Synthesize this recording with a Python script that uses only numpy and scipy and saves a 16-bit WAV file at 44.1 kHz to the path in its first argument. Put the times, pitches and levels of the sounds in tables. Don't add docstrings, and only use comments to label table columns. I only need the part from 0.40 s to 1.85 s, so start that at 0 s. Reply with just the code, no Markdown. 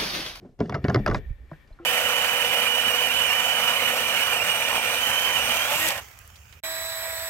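import sys
import numpy as np
from scipy import signal
from scipy.fft import rfft, irfft, next_fast_len
from scipy.io import wavfile
from scipy.ndimage import uniform_filter1d

SR = 44100
rng = np.random.default_rng(int(sys.argv[2]) if len(sys.argv) > 2 else 0)


def inscribe(sig):
    pcm = np.round(np.clip(np.atleast_2d(sig).T, -1, 1) * 32767)
    wavfile.write(sys.argv[1], SR, pcm.astype(np.int16))


def amplitude_ratio(level_db):
    exponent = np.asarray(level_db, float) / 20
    return 10 ** exponent


N = 63945

# (time [s], level [dB], tick above 3 kHz [dB], chatter length [ms], struck panel [Hz])
CONTACTS = [(0.191, -46.5, -53, 1.5, 1280), (0.2036, -23.5, -38, 1.5, 940), (0.2099, -29, -70, 1.64, 990),
            (0.258, -42, -51.5, 1.2, 1890), (0.295, -24.5, -39.5, 3.3, 1050),
            (0.3237, -26.5, -50.5, 2.6, 1200), (0.3435, -24.5, -40, 1.2, 1240),
            (0.3477, -23.5, -36.5, 6.4, 1400), (0.4420, -29, -36, 2.6, 1550),
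            (0.4495, -22.5, -49, 2.9, 1720), (0.483, -20, -34.5, 1.7, 934), (0.4969, -19.5, -37, 4.6, 1040),
            (0.5452, -16.5, -24.5, 1.35, 1250), (0.5594, -16.5, -33.5, 0.37, 916),
            (0.6624, -15.5, -27, 1.24, 1500), (0.6745, -19, -35.5, 1.5, 1430), (0.6791, -21, -35, 3.2, 990),
            (0.6998, -26, -39.5, 0.8, 1190), (0.711, -24, -41.5, 3.6, 1070), (0.7459, -17, -32, 3.4, 1620),
            (1.1144, -42.5, -64, 0.91, 1020), (1.1293, -43, -86, 7.6, 1620), (1.2744, -74, -62.5, 12, 1010),
            (1.3939, -49.5, -88, 26, 1360)]
# (frequency [Hz], level [dB], t60 [s])
DECK_MODES = [(126.6, -2.5, 0.15), (204.4, -3.5, 0.193), (280, -0.5, 0.09), (396, 10, 0.051),
              (578.7, 1.5, 0.06), (700, 5, 0.05), (1005, -5.5, 0.04), (1138, -13, 0.078), (1403, -3, 0.046),
              (1686, 1.5, 0.011), (1783, -12.5, 0.048), (2100, -15.5, 0.088)]
# (frequency [Hz], level [dB], t60 [s])
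TOOL_MODES = [(2770, 7, 0.039), (3463, 7, 0.02), (4400, 5.5, 0.007), (5030, 10, 0.004), (5700, 2, 0.0076),
              (7060, 0, 0.0071), (11110, -14.5, 0.023), (12900, -8, 0.0015)]
GRIP_S = 0.18


def unit(x):
    return x / np.sqrt(np.mean(x ** 2) + 1e-18)


def curve(table):
    points = np.array(table)
    return np.interp(np.arange(N) / SR, points[:, 0], points[:, 1])


def ring(force, hz, t60):
    pole = np.exp(2j * np.pi * hz / SR - np.log(1000) / (t60 * SR))
    return signal.lfilter([1], [1, -pole], force).imag


def colour(x, table):
    points, size = np.array(table), next_fast_len(2 * N)
    hz = np.arange(size // 2 + 1) * SR / size + 1
    gain = amplitude_ratio(np.interp(np.log(hz), np.log(points[:, 0]), points[:, 1]))
    return irfft(rfft(x, size) * gain, size)[..., :N]


def walk(rate_hz):
    k = int(SR / rate_hz)
    held = np.repeat(rng.standard_normal(N // k + 1), k)
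    return unit(uniform_filter1d(uniform_filter1d(held, k), k)[:N])


def body(forces, modes):
    return sum(amplitude_ratio(db) * ring(force, hz, t60) for force, (hz, db, t60) in zip(forces, modes))


def opposed(db):
    return np.array([[db], [-db]]) / 2


def strike(modes, tail_s, column):
    tail_db, scatter_db, detune = -10.5, 2.5, 0.07
    panel_db, panel_octaves = 8, 0.16
    length = 5000
    out, t = np.zeros(N + length), np.arange(length) / SR
    for row in CONTACTS:
        i, chatter_ms, panel_hz = int(row[0] * SR), max(row[3], 0.3), row[4]
        common = rng.standard_normal(length) ** 3 * np.exp(-t * 1000 / chatter_ms)
        common[0] = 6
        common = common / np.sqrt(np.sum(common ** 2))
        hit = 0
        for hz, db, t60 in modes * 3:
            luck = rng.standard_normal(3)
            tail = rng.standard_normal(length) * np.exp(-t / tail_s)
            force = np.sign(luck[2]) * common + amplitude_ratio(tail_db) * tail / np.sqrt(np.sum(tail ** 2))
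            near_db = panel_db * np.exp(-(np.log2(hz / panel_hz) / panel_octaves) ** 2)
            gain = amplitude_ratio(db + near_db + scatter_db * luck[0])
            hit = hit + gain * ring(force, hz * (1 + detune * luck[1]), t60 * 0.81)
        out[i:i + length] += amplitude_ratio(row[column]) * hit / np.max(np.abs(hit))
    return out[:N]


def clacks():
    upper = [(hz, db - 14 * (hz < 500) - 4 * (hz < 900), t60) for hz, db, t60 in DECK_MODES]
    deck = strike(upper, tail_s=0.015, column=1)
    tick = strike(TOOL_MODES, tail_s=0.0054, column=2)
    return amplitude_ratio(2.5) * deck + amplitude_ratio(8) * tick


def cracks():
    # (frequency [Hz], level [dB])
    spectrum = [(1200, -17), (2200, -14.5), (5000, 11), (7000, -21), (9000, -28), (13000, -32),
                (16000, -25)]
    level_db, decay_s, chatter_share = 9.5, 0.0023, 0.23
    out, t = np.zeros(N + 900), np.arange(900) / SR
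    for row, noise in zip(CONTACTS, rng.standard_normal((len(CONTACTS), 900))):
        i = int(row[0] * SR)
        decay = np.exp(-t / (decay_s + chatter_share * row[3] / 1000))
        out[i:i + 900] += amplitude_ratio(row[2] + level_db) * noise * decay / 2
    return colour(out[:N], spectrum)


def thuds():
    # (time [s], level [dB], pitch [Hz], t60 [s])
    pushes = [(0.041, -36, 195.6, 0.12), (0.037, -47, 139, 0.061), (.026, -38.5, 357, .12),
              (.058, -39.5, 258, 0.18), (.2045, -32, 1123, 0.037), (.2045, -35, 2980, 0.022),
              (.265, -38, 256, 0.13), (.3245, -23.5, 724, .04), (.3255, -32, 1110, .03),
              (.38, -19, 75, 0.085), (.4495, -28, 1690, 0.025), (.4835, -29, 970, 0.022),
              (.5465, -23, 2110, 0.036), (.566, -23, 280, 0.22), (.575, -22, 700, 0.029),
              (.578, -47, 1880, 0.17), (.664, -17.5, 694, 0.027), (.7475, -28.5, 2060, 0.035),
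              (1.116, -33, 1025, 0.014), (1.31, -46, 117, 0.058), (1.393, -47.5, 1064, 0.052),
              (.198, -25.5, 192, 0.11), (.206, -14, 430, 0.027), (0.2119, -9.5, 237.5, 0.018),
              (0.229, -18.5, 221.5, 0.12), (0.253, -25.5, 170.4, 0.2), (0.343, -22, 140, 0.2),
              (0.365, -19, 280, 0.011), (.443, -8, 144, 0.044), (0.449, -12, 280, 0.041),
              (.485, -10.5, 133.4, .12), (.499, -11, 196, 0.04), (.548, -13, 415, 0.043),
              (.558, -13, 326, 0.074), (0.565, -13, 130.6, 0.19), (.6, -22, 205, 0.15),
              (0.695, -26, 145, 0.035), (0.701, -10, 181, 0.017), (0.721, -15.5, 122, 0.077),
              (0.747, -32.5, 185.6, 0.097), (0.761, -20, 91.5, 0.026), (1.119, -26.5, 154, 0.1),
              (1.117, -37, 326, 0.081), (1.115, -31, 634, 0.029), (1.305, -48.5, 635, 0.075),
              (1.328, -51, 4110, 0.038), (1.399, -37, 341, 0.38), (1.424, -48.5, 491, 0.24),
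              (1.389, -40, 1405, 0.023)]
    deck_db, dull_db = -15, -4
    out, deck_push = np.zeros(N), np.zeros(N + 900)
    for s, db, hz, t60 in pushes:
        i, soft = int(s * SR), np.hanning(int(SR / hz / 2) + 3)
        push = np.zeros(N + 900)
        push[i:i + len(soft)] = amplitude_ratio(db) * soft / soft.sum()
        out = out + ring(push[:N], hz, t60)
        if 80 < hz < 500 and GRIP_S < s < 1:
            deck_push = deck_push + push
    dull = [(hz, db + dull_db * (hz > 450), t60) for hz, db, t60 in DECK_MODES]
    return out + amplitude_ratio(deck_db) * body([deck_push[:N]] * len(DECK_MODES), dull)


def drag():
    # (time [s], level [dB])
    pressure = [(0, -61), (.018, -45.5), (.055, -40), (.13, -60), (.17, -74.5), (.2, -26.5), (.28, -39.5),
                (.36, -27.5), (.42, -45), (.5, -35), (.57, -22), (.64, -46.5), (.69, -20), (.775, -31),
                (.8, -44), (.9, -64)]
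    grains_per_s, scatter_db, tick_db = 2500, 2.5, -25
    slips = (rng.random(N) < grains_per_s / SR) * rng.standard_normal((20, N))
    grains = unit(slips * amplitude_ratio(scatter_db * walk(59.81)))
    dull = [(hz, db - 7 * np.log2(hz / 200), t60 * 0.49) for hz, db, t60 in DECK_MODES]
    deck = unit(body(grains, dull))
    grip = np.where(np.arange(N) > GRIP_S * SR, 1, 0.3)
    tool = unit(body(grains[12:], TOOL_MODES)) * grip
    return (deck + amplitude_ratio(tick_db) * tool) * amplitude_ratio(curve(pressure))


def scrapes():
    # (start [s], length [s], level [dB])
    slides = [
        (.222, 0.084, -66.5),
        (.733, 0.063, -53.5),
        (1.275, .06, -82),
        (0.0087, 0.14, -80.5),
    ]
    edge_s, fade_s = 0.002, 0.027
    t = np.arange(N) / SR
    band = signal.butter(2, (2600, 6300), "band", fs=SR, output="sos")
    grit = unit(signal.sosfilt(band, rng.standard_normal(N) ** 3))
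    envelope = 0
    for s, span, db in slides:
        ramp = np.minimum((t - s) / edge_s, (s + span - t) / fade_s)
        envelope = envelope + amplitude_ratio(db) * np.clip(ramp, 0, 1)
    return grit * envelope


def squeak():
    # start [s], level [dB], first pitch [Hz], rise [Hz/s], fade-in [s]
    s, db, hz, rise, fade = (1.405, -59, 2350, 14000, .04)
    t = np.maximum(np.arange(N) / SR - s, 0)
    rough = unit(uniform_filter1d(rng.standard_normal((2, N)), 100))
    phase = 2 * np.pi * (hz * t + rise * t ** 2 / 2)
    rub = rough[0] * np.cos(phase) + rough[1] * np.sin(phase)
    return amplitude_ratio(db) * np.minimum(t / fade, 1) * rub


def puffs():
    # (time [s], level [dB], pitch [Hz], t60 [s], left minus right [dB])
    gusts = [(0.594, -26, 39.6, 0.22, 5), (0.641, -26.5, 45.5, 0.11, 10), (0.691, -22.5, 37, 0.24, -9.5),
             (0.726, -28, 32.8, 0.058, 1), (0.767, -24, 56, 0.04, -23), (0.859, -28.5, 64.2, 0.31, -5),
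             (0.891, -21.5, 35.4, 0.15, -8), (0.905, -21, 93.3, 0.046, -6), (0.943, -47, 35.6, .1, -3),
             (1.003, -38, 61.4, 0.31, -8), (1.034, -36, 69.7, 0.07, -3), (1.041, -50, 29.5, 0.039, -4),
             (1.308, -33.5, 33.2, 0.17, 1)]
    out = np.zeros((2, N))
    for s, db, hz, t60, pan_db in gusts:
        i, suck, soft = int(s * SR), np.zeros(N), np.hanning(int(SR / hz / 3))
        suck[i:i + len(soft)] = -soft / soft.sum()
        out = out + amplitude_ratio(db + opposed(pan_db)) * ring(suck, hz, t60)
    return signal.sosfilt(signal.butter(1, 12, "high", fs=SR, output="sos"), out)


def buffet():
    # (time [s], level [dB])
    air = [(0.0, -58.5), (0.192, -60.5), (0.3, -67), (0.4, -58), (0.52, -48), (0.774, -36.5), (0.84, -43.5),
           (0.97, -52), (1.1, -54), (1.25, -58), (1.45, -55.5)]
    side_db, pan_db = -7.5, 2
    band = signal.butter(3, [18, 84], "band", fs=SR, output="sos")
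    mid, side = unit(signal.sosfilt(band, rng.standard_normal((2, N))))
    mid = mid / np.sqrt(uniform_filter1d(mid ** 2, 2200) + 0.087)
    ports = mid * amplitude_ratio(opposed(pan_db)) + amplitude_ratio(side_db) * side * np.array([[1], [-1]])
    return amplitude_ratio(curve(air)) * ports


def airy_noise():
    # (frequency [Hz], width [Hz], level [dB], left minus right [dB])
    resonances = [(544, 76, -3.5, 6), (1826, 140, -4, 11.5), (1956, 650, -3.5, 8), (2286, 92, -4.5, 4.5),
                  (3280, 520, -15, 19), (12800, 1400, -19, 15.5)]
    # (time [s], level [dB])
    airflow = [(0, -81), (.18, -92), (.3, -79), (.45, -61.5), (.6, -55), (.8, -60), (.95, -68), (1.08, -72),
               (1.125, -65.5), (1.17, -66.5), (1.22, -65.5), (1.3, -74.5), (1.45, -77.5)]
    noise, out = rng.standard_normal((3, N)), 0
    flow = noise[:2] + 0.87 * noise[2]
    for hz, width_hz, db, pan_db in resonances:
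        edges_hz = [hz - width_hz / 2, hz + width_hz / 2]
        band = signal.butter(2, edges_hz, "band", fs=SR, output="sos")
        out = out + amplitude_ratio(db + opposed(pan_db)) * unit(signal.sosfilt(band, flow))
    return out * amplitude_ratio(curve(airflow))


def hush():
    # (frequency [Hz], level per Hz [dB])
    spectrum = [(88, -72), (150, 10.5), (475, -3.5), (716, -6), (790, -1.5), (2310, -6.5), (3490, -13),
                (12900, -30.5), (16000, -49)]
    # (time [s], level [dB])
    swell = [(0, -71.5), (.15, -79), (.3, -109), (.45, -51), (.8, -66.5), (1.08, -67), (1.14, -60.5),
             (1.26, -64), (1.37, -64), (1.45, -65.5)]
    flicker_db, self_noise_db = 1.0, -80.5
    noise = rng.standard_normal((3, N))
    wide = noise[:2] + 1.4 * noise[2]
    shore = unit(colour(colour(wide, spectrum), [(14000, 3), (15500, -22)]))
    hiss = unit(colour(rng.standard_normal((2, N)), [(300, 0.5), (13500, -12.0), (16000, -34)]))
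    return shore * amplitude_ratio(curve(swell) + flicker_db * walk(29.75)) + amplitude_ratio(self_noise_db) * hiss


def scene():
    # (frequency [Hz], level [dB])
    mic = [(25, -35), (70, -2.5), (2200, 0.5), (2700, -8), (6000, -2.5), (8500, -15), (13500, -1.5),
           (16300, -38)]
    # (frequency [Hz], side minus mid [dB])
    ports = [(60, -33), (200, -39), (500, -11), (1000, -11.5), (2000, -4), (4400, -5.5), (8000, -9.5),
             (13000, -3)]
    # (frequency [Hz], level [dB])
    left_treble = [(7000, -53), (12000, -7)]
    smear_db = -20
    gear = colour(clacks() + thuds() + drag() + squeak(), mic)
    smear = rng.standard_normal(400) * np.exp(-np.arange(400) / 100.0)
    smeared = signal.lfilter(smear / np.sqrt(np.sum(smear ** 2)), 1, gear)
    quadrature = irfft(1j * rfft(gear), N)
    side = colour(quadrature + amplitude_ratio(smear_db) * smeared, ports) + colour(gear, left_treble)
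    handling = gear + np.array([[1], [-1]]) * side
    contact = (colour(cracks(), mic) + scrapes()) * np.array([[0.9], [1.1]])
    return handling + contact + puffs() + buffet() + airy_noise() + hush()


def roll_off(x):
    return signal.sosfilt(signal.butter(12, 16320, fs=SR, output="sos"), x)


def record(dry):
    return roll_off(dry)


dry = scene()
out = record(dry)
inscribe(out)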